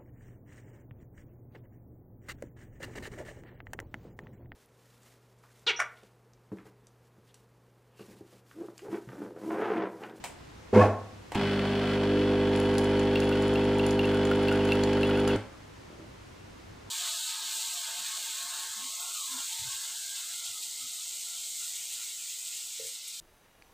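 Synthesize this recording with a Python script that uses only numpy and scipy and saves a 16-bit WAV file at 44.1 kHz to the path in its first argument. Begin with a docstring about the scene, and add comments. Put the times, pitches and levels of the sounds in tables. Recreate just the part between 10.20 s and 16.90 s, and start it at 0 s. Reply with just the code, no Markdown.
"""Automatic coffee machine close by in a quiet kitchen, over air noise and a faint hum.
A click (noise through decaying resonances); the brew drive lurches (gear tones, shaped noise, struck modes).
Relay clicks; the vibration pump buzzes on mains harmonics, rattles once a stroke, firms up under pressure.
Coffee patters (random splash bursts) and bubbles (short rising sines) into a mug.
The pump stops with a click and a shudder; soft bumps follow in the next room (struck wooden modes)."""
import sys
import numpy as np
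from scipy import signal
from scipy.fft import rfft, irfft, next_fast_len
from scipy.io import wavfile

SR = 44100
rng = np.random.default_rng(int(sys.argv[2]) if len(sys.argv) > 2 else 0)


def wrap_up_sound(samples):
    """Save the sound to the file named by the first command line argument, as 16-bit audio."""
    columns = np.atleast_2d(samples).T
    # keep every value between -1 and 1, then stretch to whole-number steps
    tamed = np.clip(columns, -1, 1)
    steps = np.round(tamed * 32767).astype(np.int16)
    wavfile.write(sys.argv[1], SR, steps)


N = 295514
TIME = np.arange(N) / SR  # s

MAINS_HZ = 50.028
PUMP_ON_S, PUMP_OFF_S = 1.152, 5.164
PRESSURE_MID_S, PRESSURE_RISE_S = 1.79, 0.075  # S-curve: midpoint, time constant
DRIVE_ON_S, SPIN_UP_S, DRIVE_OFF_S = 0.526, 0.092, 0.62
WHINE_START_HZ, WHINE_TOP_HZ, COAST_HZ_PER_S = 380, 1105, 2800
STREAM_S, POOL_S = 2.37, 2.9  # coffee lands; pool deep enough to trap air
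BUBBLE_HZ, BIG_BUBBLE_HZ, BIG_SHARE = 2666, 1378, 0.36  # two bubble sizes
FLOOR_DB = -51.5
EDGE_HZ = 15800

# pump hum, running free and at full pressure: multiple of mains, relative level/dB
HUM_FREE = [(1, -12), (2, -4), (3, -6.5), (4, 1.5), (5, -1), (6, -9.5), (7, -15), (8, 0.5), (9, -16),
            (10, -11), (11, -16), (12, -9.5)]
HUM_LOADED = [(1, -12.5), (2, -6), (3, -11), (4, -5), (5, -1), (6, -4), (7, -10.5), (8, 0), (9, -11.5),
              (10, -5), (11, -16.5), (12, -17.5), (13, -16.5), (14, -40), (15, -28.5), (16, -16), (17, -24),
              (18, -14), (19, -21)]
# rattling housing: f/Hz, density/dB per Hz
HOUSING = [(60, -27), (170, 7), (280, 18), (450, 8.5), (700, 11), (1100, 5), (1600, -2), (2400, -2.5),
           (3300, -3.5), (3800, -9.5), (5200, -15), (6200, -24.5), (10000, -30.5), (15000, -47)]
# its panel resonances: f/Hz, width/Hz, height/dB
PANELS = [(1376, 91, 3.3), (1570, 170, 5.5), (2005, 35, 6), (2550, 43, 1.5), (3009, 76, 8.2),
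          (3383, 33, 10.6), (4360, 160, 8)]
# case shudder at pump start and stop: t/s, level/dB
SHUDDERS = [(1.153, -25.5), (5.162, -30)]
# case modes: f/Hz, level/dB, t60/s
CASE_MODES = [(105.7, -1.5, 0.31), (210, -10, 0.24), (311.5, -1, 0.13), (540, -15, 0.7)]
# gear tones: multiple of the whine, level/dB
GEARS = [(1, -2.5), (1.562, -11), (2.329, -22)]
# gear grind: f/Hz, density/dB per Hz
GRIND = [(30, -35), (55, -22), (90, 3), (150, -31), (210, 6), (300, -2), (420, -6), (700, -0.5),
         (1200, -10.5), (1800, -17.5), (2700, -23.5), (3800, -32), (6000, -36.5), (10000, -47),
         (15000, -59)]
# gearbox resonances: f/Hz, width/Hz, height/dB
GEARBOX = [(506, 33, 9), (618, 45, 4.5), (2150, 90, 7.5), (2500, 53, 4)]
# brew unit knocks: t/s, level/dB
KNOCKS = [(.529, -20), (.561, -10), (.575, -13), (.652, -22.5)]
# frame modes: f/Hz, level/dB, t60/s
FRAME_MODES = [(207, -7, 0.154), (401, 1.5, 0.082), (506, -9, 0.2), (596, -18, 0.11), (720, -29, 0.13)]
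# switch and valve clicks: t/s, level/dB, ring t60/s, tilt/dB per octave
CLICKS = [(0.04, -31, 0.18, 1), (1.119, -32, 0.16, -2.5), (1.148, -30, 0.086, -2.5),
          (1.153, -27, 0.025, -4), (5.1605, -36, 0.012, -1)]
# click spectrum: f/Hz, density/dB per Hz
CLICK_COLOUR = [(150, -13), (500, -2.5), (850, 4), (1300, -3.5), (1750, -7), (2200, -1.5), (2800, -6),
                (4500, -14.5), (6500, -14.5), (8000, -11), (10000, -20), (15000, -31)]
# largest drops in the mug: t/s, level before trim/dB, strongest f/Hz
SPATTER = [(2.5825, -23, 5100), (2.795, -34, 6920), (3.0027, -31.5, 5340), (3.2229, -33, 4960),
           (3.7085, -30, 5840), (4.0524, -35, 7120), (4.2833, -34, 4550), (4.3257, -31.5, 4520),
           (4.5191, -33, 4520), (4.6364, -26.5, 4540), (4.7326, -35, 4940), (5.0772, -24.5, 4860)]
# splash spectrum: f/Hz, density/dB per Hz
SPLASH = [(1200, 9), (2700, -7), (4500, 6.5), (6000, -1.5), (7050, 8), (7700, -4.5), (9500, 1.5),
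          (12000, -13), (15500, -20)]
# largest bubbles in the mug: t/s, level before trim/dB, f/Hz
BUBBLES = [(2.9572, -20, 2700), (3.022, -27, 2680), (3.126, -27, 2710), (3.3568, -24, 2680),
           (3.5948, -23, 2690), (3.793, -20, 2720), (3.8435, -25, 2690), (4.114, -20.5, 1380),
           (4.2842, -21.5, 2660), (4.3153, -22.5, 1410), (4.5206, -15.5, 2650), (4.8316, -21, 2660)]
# bumps in the next room: t/s, level/dB
BUMPS = [(5.70, -49.5), (5.726, -45.5), (5.794, -44), (5.822, -48)]
# wooden modes: f/Hz, level/dB, t60/s
WOOD_MODES = [(130, -5, 0.17), (252, -6, 0.11), (329, -1, 0.23), (400, -11, .15), (584, -3.5, 0.1),
              (1320, -15, .1)]
# air noise: f/Hz, density/dB per Hz
FLOOR = [(12, -39), (20, -8), (43, -20), (53, -3.5), (107, -7), (216, -12), (255, -11.5), (527, -17.5),
         (574, -20), (1030, -19.5), (1260, -22), (1860, -23), (6720, -33), (14300, -48), (16000, -54)]
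# air noise width: f/Hz, side over mid/dB
FLOOR_SIDE = [(40, -22), (85, -23), (170, -8.5), (340, 3.5), (1300, -0.5), (2700, -3), (10000, -5)]
# width of machine and echoes: f/Hz, side over mid/dB
SIDE = [(60, -61), (200, -67), (380, -30.5), (700, -16.5), (1290, -34.5), (2380, -11.5), (4400, -6.5),
        (8120, -0.5), (15000, 8)]
# channel balance: f/Hz, left over right/dB
LEAN = [(200, 0), (380, -.5), (700, -2.3), (1290, .4), (2400, 1), (4400, 1), (8000, 0)]
# kitchen decay: f/Hz, t60/s
KITCHEN_T60 = [(100, 0.62), (500, 0.51), (1200, 0.59), (2500, 0.37), (5000, 0.4), (12000, 0.26)]
# echo spectrum: f/Hz, gain/dB
ECHO_COLOUR = [(100, -4), (300, -6), (600, 1.5), (1300, -1.5), (2200, -1), (3500, -4), (8000, 2.5)]


def pump_hum(free_db=-28.5, loaded_db=-25.0, waver_db=1.5, build_s=0.00047, strain_hz=300,
             strain_width_hz=35, strain_db=3.5, strain_lag_s=0.2, treble_hz=750, treble_lag_s=0.23):
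    """Piston shakes the case at mains multiples; pressure hardens the stroke, one panel swells under strain."""
    dispersion = 0.09  # bending waves travel faster at high pitch, smearing each stroke over its cycle
    free = {round(k): amp(db) for k, db in HUM_FREE}
    loaded = {round(k): amp(db) for k, db in HUM_LOADED}
    free_gain = amp(free_db) * np.sqrt(2) / np.linalg.norm(list(free.values()))
    loaded_gain = amp(loaded_db) * np.sqrt(2) / np.linalg.norm(list(loaded.values()))
    # peaks late in the climb, strain_lag_s after its midpoint
    strain = np.sin(np.pi * pressure(TIME - strain_lag_s))
    cycles = MAINS_HZ * (TIME - PUMP_ON_S) + 0.5
    out = np.zeros(N)
    for k in loaded:
        hz = k * MAINS_HZ
        load = pressure(TIME - treble_lag_s * (hz > treble_hz))  # highest partials harden later
        size = (1 - load) * free_gain * free.get(k, 0) + load * loaded_gain * loaded[k]
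        swell_db = strain_db * strain / (1 + (2 * (hz - strain_hz) / strain_width_hz) ** 2)
        unsteady_db = waver_db * np.sqrt(k / 4) * (1 - 0.92 * load) * drift(17)
        # upper partials settle in more slowly
        build = 1 - np.exp(-np.maximum(TIME - PUMP_ON_S, 0) / (build_s * k ** 2))
        wave = np.cos(2 * np.pi * (k * cycles + dispersion * k ** 2))
        out += size * amp(swell_db + unsteady_db) * build * wave
    return out * between(PUMP_ON_S, PUMP_OFF_S + 0.00092)


def pressure(t):
    """Water pressure behind the coffee, 0 (running free) to 1."""
    return 0.5 + 0.5 * np.tanh((t - PRESSURE_MID_S) / (2 * PRESSURE_RISE_S))


def pump_rattle(count=4, loose=0.35, tight=0.26, jitter_ms=0.11, hiss_db=-7, loose_db=-38.5,
                tight_db=-40.5, ring_t60_s=0.02, weaker_db=1.65):
    """Loose parts chatter at each stroke, a little quieter and steadier under pressure; valve water hisses."""
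    strokes = np.arange(PUMP_ON_S, PUMP_OFF_S, 1 / MAINS_HZ)
    slack = loose + (tight - loose) * pressure(strokes)
    chatter = np.zeros(N)
    for part in range(count):
        force, late = rng.standard_normal((len(strokes), 2)).T
        # parts answer in turn, each weaker, with a short rest before the next stroke
        lag_s = part / (count + 1) / MAINS_HZ
        at_s = strokes + lag_s + late * jitter_ms / 1000 * slack / tight
        hits = np.bincount(np.round(at_s * SR).astype(int), 1 + slack * force, N)
        chatter += amp(-weaker_db * part) * signal.oaconvolve(hits, scatter(ring_t60_s))[:N]
    small_parts = signal.butter(4, 1400, "high", fs=SR, output="sos")  # too small for bass
    chatter = signal.sosfilt(small_parts, chatter)
    gate = between(PUMP_ON_S, PUMP_OFF_S)
    phase = (TIME - PUMP_ON_S) * MAINS_HZ % 1
    hiss = rng.standard_normal(N) * (1.5 + np.exp(-phase / 0.51))
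    drive = evened(chatter * gate) + amp(hiss_db) * evened(hiss * gate)
    sound = colour(drive, HOUSING, PANELS)
    # levels refer to the 1-6 kHz band
    band = signal.butter(4, [1000, 6000], "band", fs=SR, output="sos")
    treble = signal.sosfilt(band, sound)
    level_db = loose_db + (tight_db - loose_db) * pressure(TIME)
    return sound / np.std(treble[gate > 0]) * amp(level_db)


def scatter(t60_s):
    """Click smeared in time by many small rings, equally strong at every pitch."""
    z = rfft(burst([(20, 0), (20000, 0)], t60_s))
    return irfft(z / abs(z))[:4096]


def case_buzz(buzz_hz=426, buzz_db=-44):
    """Loose panel buzzes unsteadily between two mains multiples."""
    sway = 0.5 * drift(27)
    wander_rad = 0.65 * drift(21)
    tone = np.sin(2 * np.pi * buzz_hz * TIME + wander_rad)
    return amp(buzz_db) * (1 + sway) * tone * between(PUMP_ON_S, PUMP_OFF_S)


def case_shudder():
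    """Pump start and stop each strike the case modes."""
    return strike(SHUDDERS, CASE_MODES)


def brew_drive(thrum_hz=102, teeth=0.11, thrum_db=-19, thrum_attack_s=0.047, thrum_fall_db_per_s=140,
               grind_db=-22.5, grind_attack_s=0.023, overrun_s=0.026, grind_fall_db_per_s=290,
               rasp_db=-29, rasp_tilt_db_per_oct=1.5, rasp_s=0.019):
    """Gears whine, grind and rasp, the winding thrums, the frame knocks; returns tones and clatter."""
    mesh = 1 + teeth * np.cos(2 * np.pi * thrum_hz * TIME)
    rubbing, scraping = rng.standard_normal((2, N)) * mesh
    grind_env = held(DRIVE_ON_S, grind_attack_s, DRIVE_OFF_S + overrun_s, grind_fall_db_per_s)
    grind = amp(grind_db) * grind_env * evened(colour(rubbing, GRIND, GEARBOX))
    rasp_env = np.exp(-((TIME - DRIVE_ON_S - SPIN_UP_S) / rasp_s) ** 2)  # centred on top speed
    rasp = amp(rasp_db) * rasp_env * evened(colour(scraping, GRIND, GEARBOX, rasp_tilt_db_per_oct))
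    thrum_env = held(DRIVE_ON_S, thrum_attack_s, DRIVE_OFF_S, thrum_fall_db_per_s)
    thrum = amp(thrum_db) * thrum_env * np.sin(2 * np.pi * thrum_hz * TIME)
    return gear_whine() + thrum, grind + rasp + strike(KNOCKS, FRAME_MODES)


def gear_whine(whine_db=-26, top_db=12, top_s=0.01, fall_db_per_s=260, wander=0.012):
    """Gear pitch follows the motor up and as it coasts; the gears sing out briefly at top speed."""
    speed = np.sin(np.pi / 2 * np.clip((TIME - DRIVE_ON_S) / SPIN_UP_S, 0, 1))
    coast_hz = COAST_HZ_PER_S * np.maximum(TIME - DRIVE_OFF_S, 0)
    hz = np.maximum(WHINE_START_HZ + (WHINE_TOP_HZ - WHINE_START_HZ) * speed - coast_hz, 0)
    turns = np.cumsum(hz * (1 + wander * drift(300))) / SR
    top = np.exp(-((TIME - DRIVE_ON_S - SPIN_UP_S) / top_s) ** 2)
    level = amp(whine_db + top_db * top) * held(DRIVE_ON_S, 0.006, DRIVE_OFF_S, fall_db_per_s)
    return level * sum(amp(db) * np.sin(2 * np.pi * ratio * turns) for ratio, db in GEARS)


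def clicks(ring_db=-6):
    """Relays and valves snap; the plastic case rings after them."""
    out = np.zeros(N)
    for s, db, t60_s, tilt_db in CLICKS:
        snap = burst(CLICK_COLOUR, 0.025, tilt_db)
        ring = burst(CLICK_COLOUR, t60_s, tilt_db)
        add(out, s, amp(db) * (snap + amp(ring_db) * ring))
    return out


def pour(trim_db=-1, ring_db=-13, drops_per_s=120, patter_db=-59, clump_db=4, landing_db=13,
         landing_s=0.04, small_db=-47, spread_db=8, count=20):
    """Coffee patters, loudest on first meeting the bare bottom; larger drops snap and the mug rings faintly."""
    drops = rng.random(N) < drops_per_s / SR
    size = amp(6 * np.minimum(rng.exponential(1, N), 4)) * drops
    landing = np.exp(-((TIME - STREAM_S) / landing_s) ** 2)
    flow_db = patter_db + clump_db * drift(9) + landing_db * landing
    patter = evened(signal.oaconvolve(size, burst(SPLASH, 0.012))[:N])
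    out = patter * amp(flow_db) * between(STREAM_S - landing_s, PUMP_OFF_S)
    small = [(filling(STREAM_S, when), small_db + spread_db * loud, 4800 + 5000 * pitch)
             for when, loud, pitch in rng.random((count, 3))]
    for s, db, hz in list(SPATTER) + small:
        tone = [(hz, 1800, 7)]  # f/Hz, width/Hz, height/dB
        snap = burst(SPLASH, 0.008, peaks=tone)
        ring = burst(SPLASH, 0.05, peaks=tone)
        add(out, s, amp(db + trim_db) * (snap + amp(ring_db) * ring))
    return out


def bubbles(ring_t60_s=0.042, rise_per_s=2.15, ring_db=-1, pop_db=-10, small_db=-37.0, spread_db=9,
            size_spread=0.086, count=56):
    """Bubbles pop, ring briefly and rise a little in pitch; faint ones crowd in as the mug fills."""
    faint = []
    for when, loud, kind, size in rng.random((count, 4)):
        base_hz = BIG_BUBBLE_HZ if kind < BIG_SHARE else BUBBLE_HZ
        hz = base_hz * (1 + size_spread * (2 * size - 1))
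        faint.append((filling(POOL_S, when), small_db + spread_db * loud, hz))
    t, out = TIME[:SR // 10], np.zeros(N)
    for s, db, hz in list(BUBBLES) + faint:
        swell = (1 - np.exp(-t / 0.0007)) * amp(db + ring_db - 60 * t / ring_t60_s)
        add(out, s, swell * np.sin(2 * np.pi * hz * (t + rise_per_s * t ** 2)))
        pop = burst([(hz / 2, -25), (hz, 0), (1.5 * hz, -1), (2.2 * hz, -25)], 0.014)
        add(out, s, amp(db + pop_db) * pop)
    return out


def filling(start_s, share):
    """Turns uniform chance into times that crowd together as the mug fills."""
    return start_s + (PUMP_OFF_S - start_s) * np.sqrt(share)


def next_room_bumps():
    """Soft blows ring wooden modes."""
    return strike(BUMPS, WOOD_MODES)


def kitchen(x):
    """Diffuse echoes, each band dying at its own speed."""
    taps = rng.standard_normal(SR) * (TIME[:SR] > 0.006)
    hz, t, z = signal.stft(taps, SR, nperseg=256)
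    decay = amp(-60 * t / read(KITCHEN_T60, hz)[:, None])
    tail = signal.istft(z * decay, SR, nperseg=256)[1]
    return signal.fftconvolve(x, tail / np.linalg.norm(tail))[:N]


def room_tone(hum_hz=101, hum_db=-59):
    """Diffuse air noise, alike at both microphones only in the bass, and a wavering hum; returns mid, side."""
    one, other = (amp(FLOOR_DB) * evened(colour(rng.standard_normal(N), FLOOR)) for _ in range(2))
    hum = amp(hum_db) * (1 + 0.5 * drift(19)) * np.sin(2 * np.pi * hum_hz * TIME + drift(8.3))
    return one + hum, colour(other, FLOOR_SIDE)


def pair(x):
    """Two close microphones share the bass, left a little early; surfaces scatter the treble to each."""
    size = next_fast_len(N)
    hz = np.fft.rfftfreq(size, 1 / SR)
    delay_s = 0.0015 * (hz > 1300) * (1 + np.sin(hz / 170))
    phase = np.pi / 2 - 2 * np.pi * np.cumsum(delay_s) * hz[1]  # group delay summed over frequency
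    scattered = irfft(rfft(x, size) * np.exp(1j * phase), size)[:N]
    side = colour(scattered, SIDE)
    left_lean = [(f, db / 2) for f, db in LEAN]
    right_lean = [(f, -db / 2) for f, db in LEAN]
    return np.array([colour(x, left_lean) + side, colour(x, right_lean) - side])


def strike(blows, modes):
    """Each blow rings the same modes, neighbours in opposite senses."""
    t, out = np.arange(SR // 2) / SR, np.zeros(N)
    ring = sum((-1) ** k * amp(db - 60 * t / t60_s) * np.sin(2 * np.pi * hz * t)
               for k, (hz, db, t60_s) in enumerate(modes))
    for s, db in blows:
        add(out, s, amp(db) * ring * (1 - np.exp(-t / 0.00067)))
    return out


def burst(points, t60_s, tilt_db=0, peaks=(), size=8192):
    """Dense cluster of dying resonances: coloured noise under an exponential decay."""
    noise = evened(colour(rng.standard_normal(size), points, peaks, tilt_db))
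    return noise * amp(-60 * np.arange(size) / SR / t60_s)


def colour(x, points, peaks=(), tilt_db=0):
    """Filters by a spectrum, resonances standing on it, and a tilt per octave."""
    size = next_fast_len(len(x))
    hz = np.fft.rfftfreq(size, 1 / SR)
    db = read(points, hz) + tilt_db * np.log2(hz / SR + 1e-3)
    db = db + sum(height / (1 + (2 * (hz - f) / width) ** 2) for f, width, height in peaks)
    return irfft(rfft(x, size) * amp(db), size)[:len(x)]


def read(points, hz):
    """Interpolates a spectrum table on a log-frequency axis."""
    f, value = np.transpose(points)
    return np.interp(np.log(hz + 1), np.log(f + 1), value)


def drift(rate_hz):
    """Slow random wander: straight lines between unit-variance knots, rate_hz of them a second."""
    knots = np.arange(0, TIME[-1] + 1, 1 / rate_hz)
    return np.interp(TIME, knots, rng.standard_normal(size=4096)[:len(knots)])


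def held(start_s, attack_s, stop_s, fall_db_per_s):
    """Envelope: straight attack, hold until stop, steady fall in dB."""
    attack = np.clip((TIME - start_s) / attack_s, 0, 1)
    return attack * amp(-fall_db_per_s * np.maximum(TIME - stop_s, 0))


def between(start_s, stop_s, edge_s=0.0055):
    """Gate with short ramps."""
    return np.clip((TIME - start_s) / edge_s, 0, 1) * np.clip((stop_s - TIME) / edge_s, 0, 1)


def add(mix, s, sound):
    """Mixes a sound in at time s."""
    part = mix[round(s * SR):][:len(sound)]
    part += sound[:len(part)]


def evened(x):
    """Scales to rms 1."""
    return x / np.sqrt(np.mean(x ** 2) + 1e-20)


def amp(db):
    """Decibels to gain."""
    return 10 ** (np.asarray(db) / 20)


def scene():
    """Machine and mug are near; the kitchen answers each by its own amount and widens the treble."""
    hum, rattle = pump_hum(), pump_rattle() + case_buzz()
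    tones, clatter = brew_drive()
    snaps, patter, plinks = clicks(), pour(), bubbles()
    bumps = next_room_bumps()
    air, air_side = room_tone()

    # echo sends
    sent = amp(-16.5) * hum + amp(-3.5) * rattle
    sent += amp(-10) * tones + amp(-7.0) * clatter + amp(-8) * snaps
    sent += amp(-10.5) * (patter + plinks) + amp(-4.5) * bumps
    sent = colour(sent, ECHO_COLOUR)

    mid = kitchen(sent) + air + plinks  # bubbles straight ahead
    side = colour(kitchen(sent), SIDE) + air_side
    near = hum + rattle + tones + clatter + snaps + patter + case_shudder() + amp(-1) * bumps
    return pair(near) + np.array([mid + side, mid - side])


def record(dry):
    """Linear-phase low-pass at EDGE_HZ."""
    taps = signal.firwin(511, EDGE_HZ, window=("kaiser", 9), fs=SR)
    return signal.oaconvolve(dry, taps[None], "same")


dry = scene()
out = record(dry)
wrap_up_sound(out)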